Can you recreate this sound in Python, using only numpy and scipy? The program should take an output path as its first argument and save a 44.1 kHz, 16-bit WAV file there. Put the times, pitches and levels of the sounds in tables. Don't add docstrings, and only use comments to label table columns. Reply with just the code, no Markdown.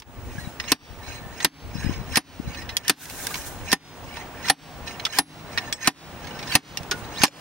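import sys
import numpy as np
from scipy import signal
from scipy.fft import rfft, irfft, next_fast_len
from scipy.io import wavfile
from scipy.ndimage import uniform_filter1d, map_coordinates

SR = 44100
rng = np.random.default_rng(int(sys.argv[2]) if len(sys.argv) > 2 else 0)


def unload_wav(signal):
    wavfile.write(
        sys.argv[1],
        SR,
        np.round(np.clip(np.atleast_2d(signal).T, -1, 1) * 32767).astype(np.int16),
    )


def how_loud(loudness_db):
    steps = np.asarray(loudness_db, float) / 20
    return 10 ** steps


N = 326643
T = np.arange(N) / SR

# [start_s, level_db]
WIND = [(0, -44), (.36, -40), (.6, -48), (1.1, -42), (1.44, -51), (1.72, -40.5), (1.866, -33.5),
        (1.96, -41), (2.3, -41), (2.43, -40), (2.82, -47.5), (3.35, -46), (3.6, -44), (4.6, -50),
        (5.9, -48.5), (6.05, -47.5), (6.95, -46), (7.2, -50)]
# [freq_hz, density_db_per_hz]
GUST = [(12, -42.5), (20, -5), (75, 6), (189, -15.5), (259, -7.5), (312, -15.5), (600, -20), (780, -63.5),
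        (1320, -120)]
# [freq_hz, density_db_per_hz]
YARD = [(65, -17), (110, 0), (352, -6), (552, -6), (599, -6.5), (766, -4), (2040, -16), (3010, -18),
        (12600, -39), (14500, -75)]
# [freq_hz, correlation_ratio]
ALIKE = [(60, 1), (180, 0.99), (550, 0.91), (1650, 0.5), (4970, 0.064), (15000, 0.33)]
# [freq_hz, level_db]
LEAN = [(250, -0.7), (700, 3.5), (1400, -0.5), (2800, -3), (5600, 1.1), (10000, 1), (15000, 1.5)]
# [freq_hz, phase_rad]
SKEW = [(100, 0.17), (700, 0.099), (1500, 1.1), (3000, 1.25), (6000, 1.81), (12000, 1.9)]
# [start_s, peak_db, low_pitch_hz, high_pitch_hz, brightness_db]
KNOCKS = [(0.0004, -23, 5300, 3600, -5), (.0205, -18, 900, 1800, -20), (0.599, -12, 1886, 5200, -26),
          (0.6387, -21.5, 1600, 3700, -40), (0.6808, -20.5, 2303, 4180, -35),
          (2.1575, -5.5, 1800, 5230, -6), (2.768, -5, 3240, 4800, -4), (2.8807, -6, 1790, 5600, 1),
          (3.055, -23, 2020, 3480, 3.5), (3.099, -23.5, 1530, 3430, 2), (3.269, -16, 1593, 3630, 6),
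          (3.342, -12.5, 2280, 3500, -18), (3.3548, -19, 1023, 5530, -14), (3.7175, -8, 4700, 3200, -8),
          (4.161, -29, 2800, 5050, -20), (4.169, -22, 950, 1850, -20), (4.485, -12.5, 2450, 5300, -12),
          (4.9968, -16, 2240, 4000, -30), (5.0517, -5.5, 3400, 5200, -16), (5.0642, -10.5, 1336, 3450, -21),
          (5.5755, -7, 1870, 4100, -25), (5.5818, -7, 2280, 5440, -27), (5.7264, -8.5, 3400, 6400, -8),
          (6.52, -14, 2300, 4490, -30), (6.7724, -10, 2730, 5400, -9), (6.832, -31, 2500, 5000, -3),
          (6.9119, -8, 5150, 6500, -11), (7.2405, 1, 830, 5000, -5), (7.2458, 2, 980, 1670, -9),
          (7.2525, 2, 1680, 1100, -8), (7.2798, -2, 2390, 5450, -14)]
# [start_s, peak_db, low_pitch_hz, high_pitch_hz]
GLANCES = [(1.935, -26, 2900, 2200), (1.4021, -16, 1950, 4070), (1.8374, -30.5, 1640, 3930),
           (2.545, -23, 2510, 4650), (2.619, -27, 1900, 5140), (2.691, -17, 2080, 3930),
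           (2.8474, -24.5, 1750, 5300), (3.3053, -26, 1200, 5070), (3.2475, -25, 3600, 7000),
           (4.4526, -20, 1350, 2350), (4.478, -18, 1010, 4330), (4.8737, -20, 2500, 3970),
           (5.8436, -13.5, 2180, 4390), (6.243, -27, 1640, 4450), (6.2695, -23, 2220, 4480),
           (6.4276, -20, 2366, 4030), (6.3895, -21, 2130, 5500), (6.4734, -21, 5200, 3600),
           (6.914, -8, 1454, 391), (7.043, -31, 3900, 4600), (7.2165, -9.5, 1540, 4600),
           (7.2645, 2, 4300, 5500)]
# [pitch_hz, width_hz, level_db]
ROD = [(990, 99, -8), (1640, 24, -12), (1802, 20, 1), (2210, 180, -5.5), (2700, 700, -8), (3300, 560, -11),
       (4110, 120, -3), (5214, 71, -3), (5530, 50, -8), (6450, 99, -2), (8300, 160, -18), (10160, 150, -17),
       (11520, 84, -16)]
# [freq_hz, density_db_per_hz]
CRACK = [(59, -35.5), (100, -6.5), (297, 1), (528, -11), (862, -5), (6000, -6), (7200, -15), (8500, -11),
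         (10900, -17), (15400, -22), (16400, -34.5)]
# [freq_hz, density_db_per_hz]
RASP = [(880, -41), (1500, 2), (2490, -20), (3550, -6), (4730, -9), (6120, -2.5), (16000, -6.5)]
# [middle_s, half_length_s, scrape_db, rasp_db]
PUSHES = [(0.391, 0.12, -49.5, -57.5), (1.111, 0.092, -44, -61), (1.858, 0.13, -42.5, -62.5),
          (2.56, 0.11, -45.5, -70.5), (3.003, 0.089, -44, -40), (3.15, .1, -52, -48),
          (3.3, 0.25, -46.5, -45), (4.16, 0.093, -45.5, -63), (4.907, 0.057, -43, -61.5),
          (5.592, 0.12, -46, -66), (6.306, 0.12, -47.5, -69.5), (6.69, 0.027, -47.5, -60.5),
          (6.98, 0.091, -60, -58.5), (7.4, .06, -52, -61)]
# [middle_s, peak_db, pitch_hz]
LEFT_PUFFS = [(0.3177, -31, 109), (0.3558, -25, 204), (0.3852, -18, 124), (0.446, -26, 124),
              (0.4758, -17.5, 143), (1.2192, -27, 190), (1.2666, -24, 116), (1.7568, -13, 160),
              (1.7855, -18, 122), (1.8013, -24, 136), (1.8472, -12.5, 180), (1.8654, -12, 175),
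              (1.896, -9, 234), (1.9112, -16.5, 119), (1.97, -23, 111), (1.9993, -19, 103),
              (2.015, -20, 130), (2.0834, -29, 126), (2.117, -23, 117), (2.4011, -10, 224)]
# [middle_s, peak_db, pitch_hz]
RIGHT_PUFFS = [
    (2.48, -16.5, 137),
    (2.5048, -23.9, 149),
    (6.8097, -22, 106),
    (6.944, -24, 252),
    (7.028, -25, 115),
    (7.2109, -18.5, 127),
]
# [start_s, level_db,
# pitch_hz, t60_s]
CATCHES = [(6.914, -19, 1480, .13), (.599, -25, 5200, .07), (6.52, -22, 4490, .09), (7.217, -20, 6400, .1),
           (.395, -39, 4150, .2), (.4, -39, 1900, .2), (.445, -40, 3900, .12), (.68, -32, 6450, .14),
           (.678, -33, 5500, .08), (.703, -32, 5650, .08), (.995, -38, 900, .1), (1.03, -41, 4050, .15),
           (1.063, -37, 4200, .16), (1.075, -37, 2250, .1), (1.085, -41, 6450, .15), (1.12, -38, 4050, .1),
           (1.155, -36, 4080, .14), (1.17, -37, 2230, .08), (1.236, -36, 1800, .06),
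           (1.745, -42, 5150, .25), (1.79, -40, 6500, .2), (1.835, -33, 1700, .15), (1.85, -39, 5100, .2),
           (1.945, -37, 5100, .12), (2.132, -31, 5300, .15), (2.505, -39, 2250, .12), (2.53, -39, 4600, .1),
           (2.578, -39, 4050, .08), (2.615, -38, 2850, .08), (2.69, -34, 5250, .1), (3.352, -36, 5450, .15),
           (3.693, -30, 5400, .1), (3.705, -29, 5350, .1), (4.08, -40, 2120, .1), (4.108, -38, 2280, .14),
           (4.195, -39, 1850, .14), (4.169, -28, 950, .07), (4.89, -36, 1350, .08), (5.15, -30, 2250, .08),
           (5.155, -31, 4450, .15), (5.165, -30, 3400, .1), (5.17, -29, 2250, .07), (5.19, -14, 10650, .2),
           (5.54, -39, 2250, .1), (5.727, -24, 8050, .1), (5.728, -23, 5450, .11), (5.84, -32, 2250, .15),
           (7.268, -11, 7000, .07), (7.28, -8, 560, .05)]
# [start_s, peak_db, thump_db, clank_db, scrape_db]
BLOWS = [
    (0.7181, -4, -25.5, -28, -35.5),
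    (1.446, -4, -19, -26, -37),
    (2.17, -4, -22, -12, -34.5),
    (2.8951, -2, -24, -42, -34.5),
    (3.727, -3.5, -22, -14, -31),
    (4.4978, -3, -19, -8.5, -30.5),
    (5.186, -3.5, -17, -9, -25.5),
    (5.8733, -2.5, -21.5, -12, -27),
    (6.552, -1, -22, -11.5, -28.5),
    (7.234, -1, -23, -4, -30),
]
# [low_hz, middle_hz, high_hz, tick_db]
FAVOURED = [(724, 1820, 4880, 2), (1010, 1780, 4890, 2), (727, 1550, 5180, -4), (738, 2490, 5340, 0),
            (797, 2680, 5420, -6), (966, 1770, 4240, -4), (945, 1860, 5350, 2), (740, 2610, 5360, 0),
            (807, 2630, 5400, 0), (829, 2440, 4760, -3)]
# [pitch_hz, level_db, t60_s]
STEEL = [(892, -5, 0.013), (1815, 1, 0.097), (2610, -3.5, 0.067), (2685, 5, 0.032), (3050, -7.5, 0.042),
         (3850, -18.5, 0.075), (4380, 11, 0.028), (4940, 2, 0.06), (5380, 6, 0.036), (7300, -30.5, 0.045),
         (8080, -43, 0.088), (8430, 3, 0.046), (10610, 4, 0.075), (11960, -22.5, 0.055)]
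# [pitch_hz, level_db, t60_s]
COVER = [(156, -8.5, 0.44), (238, -4.5, 0.1), (265, 0, 0.17), (292, 3.5, 0.15), (412, -9, 0.11)]
# [pitch_hz, level_db, t60_s]
RIM = [(618, -17.5, 0.017), (760, -5, 0.07), (830, -3, 0.057), (988, -4.5, 0.064), (1080, -12, .06)]
# [freq_hz, t60_s]
ECHO = [(150, .5), (1000, 0.36), (4000, 0.16), (14000, 0.12)]
# [start_s, level_db, t60_s]
SINGING = [
    (.99, -47, .5),
    (1.19, -45, .6),
    (2.55, -48, .8),
    (2.7, -39, .6),
    (2.845, -37, .4),
    (5.58, -41.5, 1),
    (5.74, -41, 1),
]
# [start_s, pitch_hz, level_db]
SQUEAK = [
    (7.115, 2600, -72),
    (7.13, 2700, -39),
    (7.155, 2950, -42),
    (7.175, 3700, -31),
    (7.195, 4600, -30),
    (7.215, 4800, -55),
]
# [start_s, duck_db]
DUCKS = [
    (-.025, 15),
    (2.766, 8),
    (5.05, 7.5),
    (5.726, 10.5),
    (6.42, 0),
    (6.913, -1.5),
]


def unit(x):
    return x / np.sqrt(np.mean(x ** 2) + 1e-20)


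def along(points, hz):
    f, v = np.transpose(points)
    return np.interp(np.log(hz + 1), np.log(f + 1), v)


def curves(rows):
    s, *cols = np.transpose(rows)
    return [np.interp(T, s, c) for c in cols]


def wobble(rate):
    return map_coordinates(rng.standard_normal(int(N * rate / SR) + 4), [T * rate])


def filtered(x, response):
    m = next_fast_len(x.shape[-1] + 8192)
    hz = np.fft.rfftfreq(m, 1 / SR)
    return irfft(rfft(x, m) * response(hz), m)[..., :x.shape[-1]]


def rush(spectrum, alike):
    def mid_side(hz):
        turn = np.arccos(np.clip(along(alike, hz), -1, 1)) / 2
        return how_loud(along(spectrum, hz)) * [np.cos(turn), np.sin(turn)]
    mid, side = filtered(rng.standard_normal((2, N)), mid_side)
    return unit(np.array([mid + side, mid - side]))


def ports(x):
    knots = rng.standard_normal(40)

    def response(hz):
        lean_db = along(LEAN, hz)
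        skew = along(SKEW, hz) * map_coordinates(knots, [hz / 700])
        return np.array([how_loud(k * lean_db) * np.exp(k * 1j * skew) for k in (.5, -.5)])
    return filtered(x, response)


def ring(modes, t, longer, scatter_db, blur):
    hz, db, t60 = np.transpose(modes)[:, :, None]
    luck = rng.standard_normal((len(modes), 3))
    walk = np.cumsum(rng.standard_normal((len(modes), len(t))), axis=1) * np.sqrt(blur * hz / SR)
    phase = 2 * np.pi * hz * (1 + 0.0062 * luck[:, :1]) * t + luck[:, 1:2] + walk
    level = how_loud(db + scatter_db * luck[:, 2:] - 60 * t / (longer * t60))
    return np.sum(level * np.sin(phase), axis=0)


def burst(t, tilt_db):
    colour = lambda hz: how_loud(along(CRACK, hz) + tilt_db / (1 + (6000 / (hz + 1)) ** 4))
    return unit(filtered(rng.standard_normal((3, len(t))), colour))


def add(track, s, sound):
    track[:, round(s * SR):][:, :sound.shape[-1]] += sound


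def spread(noise, wide):
    return ports(noise[0]) + wide * noise[1:]


def wind():
    wind_db, = curves(WIND)
    lumps = how_loud(2.5 * wobble(25) + 3.7 * np.array([wobble(33), wobble(22)]))
    noise = rush(GUST, [(40, 0), (120, 0.6), (300, 0.97)])
    return how_loud(wind_db + [[5], [0]]) * unit(lumps * noise)


def yard_hum():
    hum_db = -43.5 + 0.8258 * T
    return how_loud(hum_db + 0.49 * wobble(16)) * rush(YARD, ALIKE)


def whine():
    phase = 2 * np.pi * 15704.5 * T + np.array([[.36], [-.36]])
    return how_loud(-54 + .7 * wobble(25)) * np.sin(phase) * np.sqrt(2)


def taps():
    knock_t60_s, glance_t60_s, glance_bright_db = .044, .065, -21
    out, t = np.zeros((2, N + SR)), np.arange(SR // 5) / SR
    rows = [(*r, knock_t60_s) for r in KNOCKS]
    rows += [(*r, glance_bright_db, glance_t60_s) for r in GLANCES]
    for s, db, low_hz, high_hz, bright_db, t60 in rows:
        rod = [(hz, level - 7.5, t60) for hz, _, level in ROD]
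        rod += [(low_hz, 3, 1.1 * t60), (high_hz, 1, 1.1 * t60)]
        thin = filtered(burst(t, bright_db + 7.0), lambda hz: 1 / (1 + (0.53 * low_hz / (hz + 1)) ** 4))
        attack_s = 0.00013 + 6 * t60 ** 3 + .00005 * max(-12 - bright_db, 0)
        click = how_loud(0.53 * bright_db + 1.0 - 60 * t / 0.0058)
        shape = how_loud(-10 - 60 * t / t60) + click
        hit = shape * spread(thin, wide=0.81)
        hit += how_loud(-13.5) * ports(ring(rod, t, longer=.9, scatter_db=3, blur=0.07))
        swell = 1 - np.exp(-t / attack_s)
        add(out, max(s - .0003, 0), how_loud(db) * how_loud([[-.8], [.8]]) * swell * hit)
    return out[:, :N]


REST_S, RESUME_S = 0.035, 0.073


def moving():
    return np.prod([np.interp(T - b[0], [0, .03, REST_S, RESUME_S], [1, 0, 0, 1]) for b in BLOWS], axis=0)


def strokes():
    push_fade_db, pull_db_per_s, pull_rasp_db = 10, 182.5, -18
    scrape, rasp = how_loud(-61) ** 2, how_loud(-65) ** 2
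    for s, half, scrape_db, rasp_db in PUSHES:
        swell = how_loud(-push_fade_db * ((T - s) / half) ** 2) ** 2
        scrape = scrape + how_loud(scrape_db) ** 2 * swell
        rasp = rasp + how_loud(rasp_db) ** 2 * swell
    for s, *_, pull_db in BLOWS:
        pull = (T < s + REST_S) * how_loud(pull_db - pull_db_per_s * np.maximum(s - T, 0)) ** 2
        scrape = scrape + pull
        rasp = rasp + how_loud(pull_rasp_db) ** 2 * pull
    return 10 * np.log10(scrape), 10 * np.log10(rasp)


def flecks(count):
    start, pitch, cycles, size = rng.random((count, 4)).T
    hz = 1500 * 4.2 ** pitch[:, None]
    t = np.arange(700) / SR
    level = how_loud(-3 * np.log(size[:, None] + 1e-4))
    decay = np.exp(-hz * t / (6 + 18 * cycles[:, None]))
    ping = level * np.sin(2 * np.pi * hz * t) * decay * (1 - np.exp(-t / .001))
    at = (start[:, None] * N).astype(int) + np.arange(len(t))
    return unit(np.bincount(at.ravel(), (ping * 2000 / hz).ravel(), N + len(t))[:N])


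def rod_response(f):
    total = 0.14 * how_loud(along(CRACK, f)) / (1 + (f / 12500) ** 8)
    for k, (hz, width, db) in enumerate(ROD):
        total = total + (-1) ** k * how_loud(db) * 1j * f * width / (hz * hz - f * f + 1j * f * width)
    return total


def slide(scrape_db, rasp_db):
    grit = rng.standard_normal(N) * how_loud(2.5 * wobble(70) + 2 * wobble(400))
    _, _, z = signal.stft(grit, SR, nperseg=512)
    patches = uniform_filter1d(uniform_filter1d(rng.standard_normal(z.shape), 5, 0), 5, 1)
    grit = signal.istft(z * how_loud(4.3 * unit(patches)), SR, nperseg=512)[1][:N]
    grains = unit(filtered(grit, rod_response)) + 0.6 * flecks(count=5000)
    scrape = how_loud(scrape_db + 3) * ports(grains) * how_loud([[-1.2], [1.2]])
    rasp = how_loud(rasp_db + 9 + 2.2 * wobble(40)) * rush(RASP, [(1000, 0.76), (8000, 0.059)])
    dull = filtered(rasp, lambda hz: 1 / (1 + (hz / 12500) ** 12))
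    hardness = np.clip((rasp_db + 58.5) / 8, 0, 1)
    return moving() * (scrape + dull + hardness * (rasp - dull))


def puffs():
    shelter_db = 30
    out, t = np.zeros((2, N + SR)), np.arange(-700, 700) / SR
    for table, ports_db in ((LEFT_PUFFS, [[0], [-shelter_db]]), (RIGHT_PUFFS, [[-shelter_db], [0]])):
        for s, db, hz in table:
            u = 2 * np.pi * hz * t
            add(out, s + t[0], how_loud(db) * how_loud(ports_db) * -np.sin(u) * np.exp(-(u / 2.97) ** 2))
    return out[:, :N]


def catches():
    out, t = np.zeros((2, N + SR)), np.arange(SR // 8) / SR
    for s, db, hz, t60 in CATCHES:
        mode = ring([(hz, 0, t60)], t, longer=1, scatter_db=0, blur=.05)
        add(out, s, how_loud(db) * (1 - np.exp(-t / .003)) * ports(mode))
    return out[:, :N]


def echo(x):
    hz, t, z = signal.stft(rng.standard_normal((2, SR // 2)), SR, nperseg=256)
    tail = signal.istft(z * how_loud(-60 * t / along(ECHO, hz)[:, None]), SR, nperseg=256)[1]
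    return signal.fftconvolve(x, tail / np.linalg.norm(tail[0]), axes=1)[:, :SR // 2]


def blows():
    crush_s = 0.0053
    out, t = np.zeros((2, N + SR)), np.arange(SR // 2) / SR
    after = np.maximum(t - crush_s, 0)
    rise = 1 - np.exp(-t / 0.0024)
    body = rise * (how_loud(-60 * after / 0.04) + how_loud(-17.5 - 60 * t / 0.56))
    snap = how_loud(-60 * t / .011) * (1 - np.exp(-t / .0001))
    for (s, db, thump_db, clank_db, _), (low_hz, middle_hz, high_hz, tick_db) in zip(BLOWS, FAVOURED):
        crack = how_loud(-3.5) * body * spread(burst(t, -7.5), wide=0.2)
        sizzle = how_loud(-12.5 - 60 * after / 0.02) * rise * spread(burst(t, 31.0), wide=0.34)
        tick = how_loud(tick_db) * snap * spread(burst(t, 14.5), wide=.4)
        favoured = [(low_hz, -4, .06), (middle_hz, 4, .045), (high_hz, 6, .045)]
        steel = how_loud(-10) * rise * ring(STEEL, t, longer=0.89, scatter_db=3, blur=.03)
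        steel += how_loud(-10) * rise * ring(favoured, t, longer=1, scatter_db=0, blur=.05)
        thump = ring(COVER, t, longer=1.8, scatter_db=1.0, blur=0.14)
        cover = how_loud(thump_db + 3.5) * (1 - np.exp(-t / 0.0018)) * thump
        cover += how_loud(clank_db + 2.5) * rise * ring(RIM, t, longer=1.86, scatter_db=3.0, blur=0.11)
        hit = crack + sizzle + tick + (1 - np.exp(-t / 0.000067)) * ports(steel + cover)
        add(out, s + .0004, how_loud(db) * (hit + how_loud(-25.0) * echo(hit[:, :SR // 10])))
    return out[:, :N]


def singing():
    level = 0
    for s, db, t60 in SINGING:
        t = np.maximum(T - s, 0)
        level = level + how_loud(db - 60 * t / t60) * (1 - np.exp(-t / .01)) * (t < .45)
    tone = np.sin(2 * np.pi * 1790 * T + 1.2 * wobble(50))
    return moving() * ports(level * how_loud(5 * wobble(60)) * tone)


def squeak():
    hz, db = curves(SQUEAK)
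    on = (T > SQUEAK[0][0]) & (T < SQUEAK[-1][0])
    phase = 2 * np.pi * np.cumsum(hz * (1 + 0.05 * wobble(900))) / SR
    return ports(on * how_loud(db - 3 + 5 * wobble(200)) * np.sin(phase))


def scene():
    outdoors = wind() + yard_hum() + whine() + puffs()
    weight = taps() + slide(*strokes()) + catches()
    return outdoors + weight + blows() + singing() + squeak()


def gain_control():
    db = np.zeros(N)
    for s, depth_db in [(b[0], 28.5) for b in BLOWS] + DUCKS:
        t = np.maximum(T - s, 0)
        fall = np.clip(t / 0.062, 0, 1) ** 0.6
        recovery = np.exp(-np.maximum(t - .065, 0) / 0.078)
        db = np.minimum(db, -depth_db * fall * recovery)
    return how_loud(db)


def top_cut(x):
    return signal.sosfilt(signal.butter(12, 16520, fs=SR, output="sos"), x)


def record(dry):
    x = dry * gain_control()
    x = x / (1 + np.abs(x / 0.8) ** 8) ** (1 / 8)
    x = filtered(x, lambda hz: np.interp(hz, [15900, 16500, 16600], [1, .1, .004]))
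    return top_cut(x)


dry = scene()
out = record(dry)
unload_wav(out)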